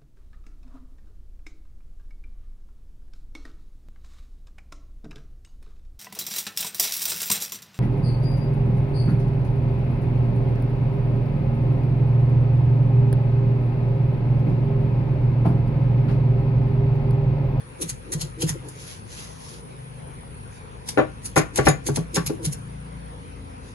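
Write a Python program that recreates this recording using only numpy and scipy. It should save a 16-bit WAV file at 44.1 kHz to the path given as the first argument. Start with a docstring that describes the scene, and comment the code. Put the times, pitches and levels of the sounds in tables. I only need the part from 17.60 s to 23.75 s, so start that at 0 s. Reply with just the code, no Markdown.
"""Stone roller grinding spice paste

A stone roller rocks over paste on a flat stone on an open verandah. Random grains make gritty scrapes
and single-cycle snaps, patchy noise makes hissing slides, and low sines make counter thuds and rumble.
Bare-stone knocks are ringing modes with crunching grains; a short noise tail answers from the walls.
Behind lie noise bands for insects, air and a low drone, and sine orders for a far engine."""
import sys
import numpy as np
from scipy import signal
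from scipy.fft import rfft, irfft, next_fast_len
from scipy.io import wavfile
from scipy.ndimage import uniform_filter1d, map_coordinates

SR = 44100
rng = np.random.default_rng(int(sys.argv[2]) if len(sys.argv) > 2 else 0)


def to_wav(s):
    """Save 16-bit WAV."""
    ch = np.atleast_2d(s).T  # columns
    pcm = np.round(np.clip(ch, -1, 1) * 32767)  # PCM
    wavfile.write(sys.argv[1], SR, pcm.astype(np.int16))


N = 271170  # length in samples


def amp(db):
    """Decibels to linear gain."""
    return 10 ** (np.asarray(db) / 20)


def unit(x):
    """Scale to an rms of 1."""
    return x / np.sqrt(np.mean(x ** 2) + 1e-20)


def along(points, hz):
    """Read (freq_hz, value) points on a log frequency axis."""
    freq_hz, value = np.transpose(points)
    return np.interp(np.log(hz + 1), np.log(freq_hz + 1), value)


def colour(points):
    """The gain of a dB spectrum as a function of frequency."""
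    return lambda hz: amp(along(points, hz))


def curves(rows):
    """One value per sample for each column after the time."""
    time_s, *columns = np.transpose(rows)
    return [np.interp(np.arange(N) / SR, time_s, column) for column in columns]


def wobble(rate):
    """A smooth random curve with rate knots a second."""
    knots = rng.standard_normal(int(N * rate / SR) + 4)
    return map_coordinates(knots, [np.arange(N) * rate / SR])


def filtered(x, response):
    """Shape x by a real or complex response of frequency."""
    m = next_fast_len(x.shape[-1] + 4096)
    spectrum = rfft(x, m) * response(np.fft.rfftfreq(m, 1 / SR))
    return irfft(spectrum, m)[..., :x.shape[-1]]


def place(out, start_s, sound):
    """Add one event to a longer signal."""
    out[..., round(start_s * SR):][..., :sound.shape[-1]] += sound


def ports(x, lead, balance):
    """One source at two microphone ports: phase lead and level difference depend on frequency."""
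    side = np.array([[.5], [-.5]])  # half of each difference goes to either port
    return filtered(x, lambda hz: amp(side * along(balance, hz)) * np.exp(1j * side * along(lead, hz)))


def grit(n, spectrum, tilt_db, spiky_db, apart, uneven_db):
    """Crushed grains of random size and burst-to-burst colour; the apart share differs between ports."""
    sizes = amp(spiky_db * np.minimum(rng.exponential(1, (3, n)), 5))
    grains = rng.standard_normal((3, n)) * sizes
    grains = grains[0] + apart * grains[1:]
    knots = rng.standard_normal(40)  # one every 600 Hz

    def response(hz):
        uneven = uneven_db * map_coordinates(knots, [hz / 600], mode="nearest")
        tilt = tilt_db * np.log2(hz / 6000 + 1e-3)  # tilt_db per octave
        return amp(along(spectrum, hz) + uneven + tilt)

    return unit(filtered(grains, response))


def rush(middle, sides, side_db, patchy_db):
    """Wide noise in patches of random gain: a part shared by both ports (rms 1) and a part opposite."""
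    z = signal.stft(rng.standard_normal((2, N)), nperseg=512)[2]
    field = rng.standard_normal(z.shape)
    field = uniform_filter1d(uniform_filter1d(field, 4, 1), 12, 2)  # smooth over frequency, then time
    pair = signal.istft(z * amp(patchy_db * unit(field)), nperseg=512)[1][:, :N]
    mid = unit(filtered(pair[0], middle))
    side = amp(side_db) * unit(filtered(pair[1], sides))
    return np.array([mid + side, mid - side])


def rings(modes, t, tilt_db, hold, blur):
    """Modes of random strength, fed for hold seconds: rough contact blurs pitch, low ones rise later."""
    hz, level_db, t60_s = np.transpose(modes)[:, :, None]
    strength_db = 2.5 * rng.standard_normal((len(modes), 1))
    decay_db = -60 * np.maximum(t - hold, 0) / t60_s
    gain = amp(level_db + tilt_db * np.log2(hz / 600) + strength_db + decay_db)
    steps = rng.standard_normal((len(modes), len(t)))
    wander = blur * np.sqrt(hz / SR) * np.cumsum(steps, 1)
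    attack = 1 - np.exp(-.7 * hz * t)
    return np.sum(gain * attack * np.sin(2 * np.pi * hz * t + wander), 0)


# Short scrapes of the rocking roller: bite_s, level_db [before shaping], bite_jump_db, grind_length_s
SCRAPES = [(0.216, -28, 10.5, 0.014), (0.293, -29, 6, 0.0088), (.521, -28, 18.5, 0.017),
           (0.615, -26.5, 4.5, 0.003), (0.808, -34.5, 31, 0.006), (0.824, -25.5, 1.5, 0.0014),
           (0.896, -27, -4, 0.003), (1.086, -36, 17, 0.00092), (3.289, -26, 8.5, 0.0014),
           (3.656, -29.5, 4, 0.0072), (3.76, -27.5, 26, 0.019), (3.778, -22, 25, 0.013),
           (3.959, -27.5, 23.5, 0.0059), (3.975, -24, 3.5, 0.0041), (4.053, -36, 14, 0.014),
           (4.064, -22, 0, 0.0095), (4.083, -24, 28, .0044), (4.267, -26.5, 12.5, 0.0095),
           (4.36, -26.5, 9, 0.0043), (4.543, -30.5, 20, 0.017), (4.557, -26, 11.5, 0.01),
           (4.664, -27, 14, 0.008), (4.85, -27.5, 5.5, 0.012), (4.924, -33.5, 8, 0.011)]
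# Grain spectrum before rms levelling: freq_hz, relative_db
GRIT_SPECTRUM = [(600, -20), (1000, -15.5), (1600, -15), (2800, -8.5), (4500, -4.5), (7000, 1), (8500, -2),
                 (10500, 7.5), (11600, -2.5), (12300, -7)]
# Stereo phase of grit, high ringing and insects: freq_hz, left_lead_rad
GRIT_LEAD = [(0, -13), (430, 13), (780, 7), (2670, -1.5), (3100, -2), (3960, -2), (5080, 5.5), (8010, -3.5),
             (10700, -4.5), (12300, -24)]
# tilt in dB per octave at the usual level, and how far it drops per dB of extra level
USUAL_SCRAPE_DB, SCRAPE_TILT_DB, DULLER_PER_DB = -29, -1, 0.71


def scrapes():
    """Each rock creeps in, bites, grinds unevenly and dies away; heavier scrapes sound duller."""
    out = np.zeros((2, N + SR))
    t = np.arange(SR // 4) / SR - .04  # the bite is at zero
    for bite_s, level_db, jump_db, length_s in SCRAPES:
        tilt_db = SCRAPE_TILT_DB - DULLER_PER_DB * (level_db - USUAL_SCRAPE_DB)
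        after = np.maximum(t - length_s, 0)
        creep = amp(760 * np.minimum(t, 0) - jump_db * np.clip(-t / 0.003, 0, 1))
        fade = amp(-60 * after / 0.042) + amp(-8.5 - 60 * after / 0.23)  # fast and slow decay
        lumps = amp(1.5 * map_coordinates(rng.standard_normal(150), [(t - t[0]) * 380]))  # clumps break
        grains = grit(len(t), GRIT_SPECTRUM, tilt_db, spiky_db=4.5, apart=0.66, uneven_db=2.5)
        burst = ports(creep * fade * lumps * grains, GRIT_LEAD, [(1, 0.51)])
        place(out, bite_s + t[0], amp(level_db) * burst)
    return out[:, :N]


# Long slides and faint rustles: middle_s, hiss_level_db [shared part], length_s
SLIDES = [(1.117, -58.5, 0.16), (1.43, -69, 0.13), (1.277, -45.5, 0.19), (1.593, -44, 0.19),
          (1.747, -56.5, 0.15), (1.9, -48, 0.18), (2.95, -56.5, .08), (6.081, -59, 0.11)]
# Hiss shared by both ports, before rms levelling: freq_hz, relative_db
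HISS_SPECTRUM = [(1470, -5.5), (2500, -1), (6770, 6.5), (8630, -14), (9110, -3.5), (10400, 9.5),
                 (11800, -2.5), (12500, -61), (22000, -120)]
# Hiss opposite at the ports, before rms levelling: freq_hz, relative_db
HISS_SIDE_SPECTRUM = [(1470, -11), (2500, -8), (9230, -9), (10400, -12), (12500, -95), (22000, -120)]


def slides():
    """Long strokes hiss as patchy noise, swelling and fading with a flickering level."""
    hiss = rush(colour(HISS_SPECTRUM), colour(HISS_SIDE_SPECTRUM), side_db=-0.9, patchy_db=2.0)
    t = np.arange(N) / SR
    push = np.zeros(N)
    for middle_s, level_db, length_s in SLIDES:
        push += amp(level_db) * np.exp(-np.abs(2 * (t - middle_s) / length_s) ** 3)
    flicker = amp(0.73 * wobble(31.6) + 1.6 * wobble(400))
    return push * flicker * hiss


# Stone on bare stone: start_s, level_db [before the first-blow boost], chatter_s, tilt_db_per_octave
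KNOCKS = [(3.3752, -16.5, 0.025, 1.5), (3.763, -15.5, 0.016, 2.5), (3.987, -19, 0.0079, 0.4),
          (4.0679, -14.5, 0.011, 3), (4.287, -23.5, 0.0025, -4), (4.373, -27.5, 0.006, -3.5),
          (4.566, -23, 0.0056, 1.5), (4.579, -30.5, 0.0016, 1), (4.698, -28, 0.0064, -6)]
# Slab modes: pitch_hz, relative_db, t60_s [before the knock's extra 150 dB/s fall]
SLAB_MODES = [(314.7, 3.5, 0.094), (412.4, -2, 0.23), (481, -10.5, 0.19), (518.5, 1, 0.026),
              (603.3, -2, 0.021), (661, -1.5, 0.031), (770, -2.5, 0.019), (1012, -11, 0.052),
              (1075, -15.5, 0.19), (1143.4, -11, 0.15), (1256, -16, 0.023), (1406, -9.5, 0.033),
              (1543, -15, 0.085), (1766, -16, 0.064), (2020, -23, 0.11), (2350, -28, 0.1)]
# Crunch spectrum before rms levelling: freq_hz, relative_db
CRUNCH_SPECTRUM = [(120, -15), (230, 3), (526, 1), (904, -12), (1410, -9.5), (2450, -17.5), (2900, -25),
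                   (6000, -43), (7800, -67), (13200, -120)]
# Stereo phase of slab and counter: freq_hz, left_lead_rad
SLAB_LEAD = [(0, 3), (430, -1.15), (860, 5.5), (3450, 9.5), (4050, 10.5), (6120, 6), (10500, -25),
             (12300, 23)]
# Stereo level of slab and counter: freq_hz, left_minus_right_db
SLAB_BALANCE = [(60, 4), (350, 1.5), (2070, 6), (12100, -16)]
FIRST_BLOW_DB, FIRST_BLOW_S = 7, 0.0048  # the first contact stands over the chatter and fades into it
SETTLE_S, MUFFLE_DB_PER_S = 0.066, 900  # the roller sinks into the paste, which muffles the ring
CRUNCH_SHARE = .7  # linear gain


def knocks():
    """A blow rings the slab while the roller crunches and chatters, until it sinks into the paste."""
    out = np.zeros((2, N + SR))
    t = np.arange(SR // 4) / SR
    attack = 1 - np.exp(-t / 0.0001)
    first_blow_db = FIRST_BLOW_DB * np.exp(-t / FIRST_BLOW_S)
    muffle_db = -MUFFLE_DB_PER_S * np.maximum(t - SETTLE_S, 0)
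    for start_s, level_db, chatter_s, tilt_db in KNOCKS:
        ring = rings(SLAB_MODES, t, tilt_db, chatter_s, blur=0.022) * amp(-150 * t)
        grains = grit(len(t), CRUNCH_SPECTRUM, tilt_db, spiky_db=1.0, apart=0.47, uneven_db=3.5)
        crunch = CRUNCH_SHARE * amp(-60 * np.maximum(t - chatter_s, 0) / 0.12) * grains
        place(out, start_s, amp(level_db + first_blow_db + muffle_db) * attack * (ring + crunch))
    return ports(out[:, :N], SLAB_LEAD, SLAB_BALANCE)


# Roller bounces: start_s, level_db [added to each mode's]
BOUNCES = [(3.38, -37), (3.775, -25), (4.084, -16), (4.556, -29)]
# Roller mode pitches: pitch_hz
ROLLER_HZ = [2315, 3160, 3790, 4935, 5170, 6800, 10330, 10560]
# The same modes in order: relative_db, t60_s
ROLLER_DECAYS = [(-17, 0.1), (-19, 0.13), (-8, 0.06), (-14, 0.08), (-20, 0.1), (-8, 0.15), (-4.5, 0.089),
                 (-10, 0.09)]


def bounces():
    """The bouncing roller rings in high modes whose pitch is blurred by rough contact."""
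    out = np.zeros(N + SR)
    t = np.arange(SR // 4) / SR
    modes = np.c_[ROLLER_HZ, ROLLER_DECAYS]
    for start_s, level_db in BOUNCES:
        place(out, start_s, amp(level_db) * rings(modes, t, 0, 0, blur=.22))
    return ports(out[:N], GRIT_LEAD, [(1, .4)])


# The roller's weight landing on the counter: start_s, level_db [before attack and decay], pitch_hz
THUDS = [(0.236, -23, 165), (0.319, -23.5, 123.3), (.55, -16, 152), (0.63, -21.5, 145),
         (0.838, -11.5, 155.4), (0.903, -19, 147), (3.382, -18, 131), (3.775, -10, 154.4),
         (3.994, -13, 131), (4.082, -7, 149), (4.298, -14.5, 137), (4.385, -13.5, 157), (4.576, -10.5, 168),
         (4.676, -19, 144), (4.8707, -13.5, 147.6)]
THUD_CYCLES, THUD_FREE_CYCLES = 20.5, 5.64  # cycles per 60 dB of free fall; cycles until hands press it


def thuds():
    """The counter answers with two low, soft-edged sines, then the hands press it still."""
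    out = np.zeros(N + SR)
    t = np.arange(SR // 2) / SR
    attack = 1 - np.exp(-t / 0.0044)
    for start_s, level_db, hz in THUDS:
        body = np.sin(2 * np.pi * hz * t) + 0.41 * np.sin(2 * np.pi * 0.797 * hz * t)
        free_db = -60 * t * hz / THUD_CYCLES
        pressed_db = -MUFFLE_DB_PER_S * np.maximum(t - THUD_FREE_CYCLES / hz, 0)
        place(out, start_s, amp(level_db + free_db + pressed_db) * attack * body)
    return ports(out[:N], SLAB_LEAD, SLAB_BALANCE)


# The roller rumbling along the slab: middle_s, level_db [main sine], length_s
ROLLS = [(0.218, -30, 0.028), (0.521, -37, 0.071), (0.66, -41, 0.027), (0.806, -33, 0.036),
         (0.836, -20.5, 0.0083), (0.959, -32, 0.014), (1.072, -41, 0.04545), (3.655, -40.5, 0.017),
         (3.965, -40, 0.062), (4.043, -34, 0.036), (4.274, -28.5, 0.014), (4.55, -31, 0.017),
         (4.719, -30, 0.015), (4.822, -32.5, 0.041), (4.857, -37.5, 0.035)]
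ROLL_HZ = 337.2  # centre of the wavering pitch


def rolling():
    """Rolling makes the counter rumble higher than the thuds, as two sines of wavering pitch."""
    out = np.zeros(N + SR)
    t = np.arange(SR // 5) / SR - .1
    for middle_s, level_db, length_s in ROLLS:
        drift = map_coordinates(rng.standard_normal(30), [(t - t[0]) * 90])
        cycles = ROLL_HZ * t + np.cumsum(0.1218 * ROLL_HZ * drift) / SR
        body = np.sin(2 * np.pi * cycles) + .5 * np.sin(2 * np.pi * 1.45 * cycles)
        swell = np.exp(-(2 * t / length_s) ** 2 / 2)
        place(out, middle_s + t[0], amp(level_db) * swell * body)
    return ports(out[:N], SLAB_LEAD, SLAB_BALANCE)


# Single hard grains snapping: middle_s, peak_db [before stereo], centre_hz
SNAPS = [(0.2135, -13, 10500), (0.521, -28, 7000), (0.614, -16, 5970), (2.635, -36, 794),
         (4.5601, -8.5, 7100)]
# Stereo level of snaps, air and engine: freq_hz, left_minus_right_db
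AIR_BALANCE = [(60, 3.2), (850, 1.85), (12100, 0.13)]


def snaps():
    """Each grain breaks in a single cycle, a downward spike between two small humps."""
    out = np.zeros(N)
    t = np.arange(-200, 200) / SR
    for middle_s, peak_db, hz in SNAPS:
        u = (np.pi * hz * t) ** 2
        place(out, middle_s + t[0], -amp(peak_db) * (1 - 2 * u) * np.exp(-u))
    return ports(out, [(1, 0)], AIR_BALANCE)


# Decay of the verandah walls: freq_hz, t60_s
WALLS = [(200, 0.19), (2000, 0.24), (10000, 0.005)]


def verandah(x):
    """The walls answer 200 samples late with a noise tail; each frequency dies at its own speed."""
    hz, t, z = signal.stft(rng.standard_normal((2, SR // 2)), SR, nperseg=256)
    decay = amp(-60 * t / along(WALLS, hz)[:, None])
    tail = signal.istft(z * decay, SR, nperseg=256)[1]
    late = np.pad(x, ((0, 0), (200, 0)))
    return signal.fftconvolve(late, tail / np.linalg.norm(tail[0]), axes=1)[:, :N]


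# Insect chorus: time_s, level_db [before flutter and stereo], centre_hz
INSECTS = [(0, -52, 9530), (.2, -55, 9800), (1.83, -54, 9750), (2.83, -51.5, 9610), (3.1, -55.5, 9650),
           (4.2, -58.5, 9380), (4.74, -53, 9700), (5.14, -53, 9400), (6.15, -57.5, 9700)]


def insects():
    """A narrow noise band is carried up to a drifting centre pitch, with a fluttering level."""
    level_db, centre_hz = curves(INSECTS)
    band = unit(filtered(rng.standard_normal((2, N)), lambda hz: np.exp(-(hz / 550) ** 3)))
    turn = 2 * np.pi * np.cumsum(centre_hz) / SR
    carried = band[0] * np.cos(turn) + band[1] * np.sin(turn)
    chorus = amp(level_db + 0.67 * wobble(9.9)) * carried
    return ports(chorus, GRIT_LEAD, [(1, .3)])


# Far engine: time_s, firing_rate_hz [before a slight waver], other_orders_db, fifth_sixth_db
ENGINE = [(0, 24.26, -53, -49), (.25, 23.8, -47, -54), (1.0, 25.7, -47.5, -44.5), (1.45, 26.77, -61, -54.5),
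          (2.25, 25.3, -55, -43), (3.1, 26.76, -50.5, -51), (5.15, 28.24, -46, -44.5),
          (5.7, 27.96, -48, -50), (6.15, 27.04, -46.5, -52.5)]
# Most multiples of the firing rate: order
OTHER_ORDERS = (2, 3, 4, 7, 9, 10)
# The fifth and sixth multiples, which share a level curve: order
FIFTH_SIXTH_ORDERS = (5, 6)
# Offset from the group level, other orders first, then fifth and sixth: relative_db
ORDER_DB = [3.5, -4.5, -1, -7, -11.5, -9.5, -0.5, -3]


def engine():
    """Sines at orders of the firing rate; each also swells and fades on its own on the way here."""
    firing_hz, other_orders_db, fifth_sixth_db = curves(ENGINE)
    turn = 2 * np.pi * np.cumsum(firing_hz * (1 + 0.002 * wobble(2.99))) / SR
    group_db = [other_orders_db] * len(OTHER_ORDERS) + [fifth_sixth_db] * len(FIFTH_SIXTH_ORDERS)
    out = np.zeros(N)
    for order, order_db, level_db in zip(OTHER_ORDERS + FIFTH_SIXTH_ORDERS, ORDER_DB, group_db):
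        gain = np.sqrt(2) * amp(level_db + order_db + 2.77 * wobble(2.396))
        out += gain * np.sin(order * turn + rng.uniform(0, 2 * np.pi))
    return ports(out, [(1, 0.02)], AIR_BALANCE)


# Air shared by both ports, before rms levelling: freq_hz, relative_db
AIR_SPECTRUM = [(120, -3.5), (200, -5), (282, -8), (340, -7.5), (486, -1.5), (654, -18.5), (981, -10),
                (1150, -16), (2170, -17), (2550, -17), (2750, -21.5), (3810, -25.5), (7100, -31),
                (8300, -46), (10800, -102), (18300, -120)]
# Air opposite at the ports, before rms levelling: freq_hz, relative_db
AIR_SIDE_SPECTRUM = [(120, -18), (200, 3), (323, -6.5), (723, -1), (3810, -20.5), (5100, -24.5),
                     (6370, -30), (9600, -19), (12000, -94), (15600, -82), (22000, -120)]
# Far low drone: time_s, level_db [shared part, before its wobble]
RUMBLE = [(0, -48.5), (3.08, -43), (6.15, -44)]
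# Drone resonances before rms levelling: centre_hz, half_width_hz, relative_db
DRONE = [(53, 19.6, 7), (107.5, 11, -2), (251, 36, -11.5), (140, 79, -3)]
AIR_DB = -48.5  # shared part, before stereo


def drone_response(hz):
    """The low drone's resonances, each a rounded peak."""
    return sum(amp(db) * w * w / (w * w + (hz - c) ** 2) for c, w, db in DRONE)


def outdoor_air():
    """A murmur of wide, patchy noise over a far low drone of resonant noise."""
    level_db, = curves(RUMBLE)
    air = amp(AIR_DB) * rush(colour(AIR_SPECTRUM), colour(AIR_SIDE_SPECTRUM), side_db=1.0, patchy_db=2.5)
    drone = rush(drone_response, drone_response, side_db=-5.5, patchy_db=0.5)
    low = amp(level_db + 1.8 * wobble(4.27)) * drone
    return ports(air + low, [(1, 0.02)], AIR_BALANCE)


def scene():
    """Roller and slab with their walls, over the garden."""
    work = scrapes() + slides() + knocks() + bounces() + thuds() + rolling() + snaps()
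    garden = insects() + engine() + outdoor_air()
    return work + amp(-11.0) * verandah(work) + garden


TOP_HZ = 12721  # band limit


def record(dry):
    """The microphone loses deep bass and top treble; peaks round off; nothing passes the band limit."""
    def microphone(hz):
        bass = (hz / 45) ** 4
        return bass / (1 + bass) / (1 + (hz / 11900) ** 40)

    heard = filtered(dry, microphone)
    soft = heard / (1 + np.abs(heard / .97) ** 10) ** (1 / 10)
    return filtered(soft, lambda hz: hz < TOP_HZ)


dry = scene()
out = record(dry)
to_wav(out)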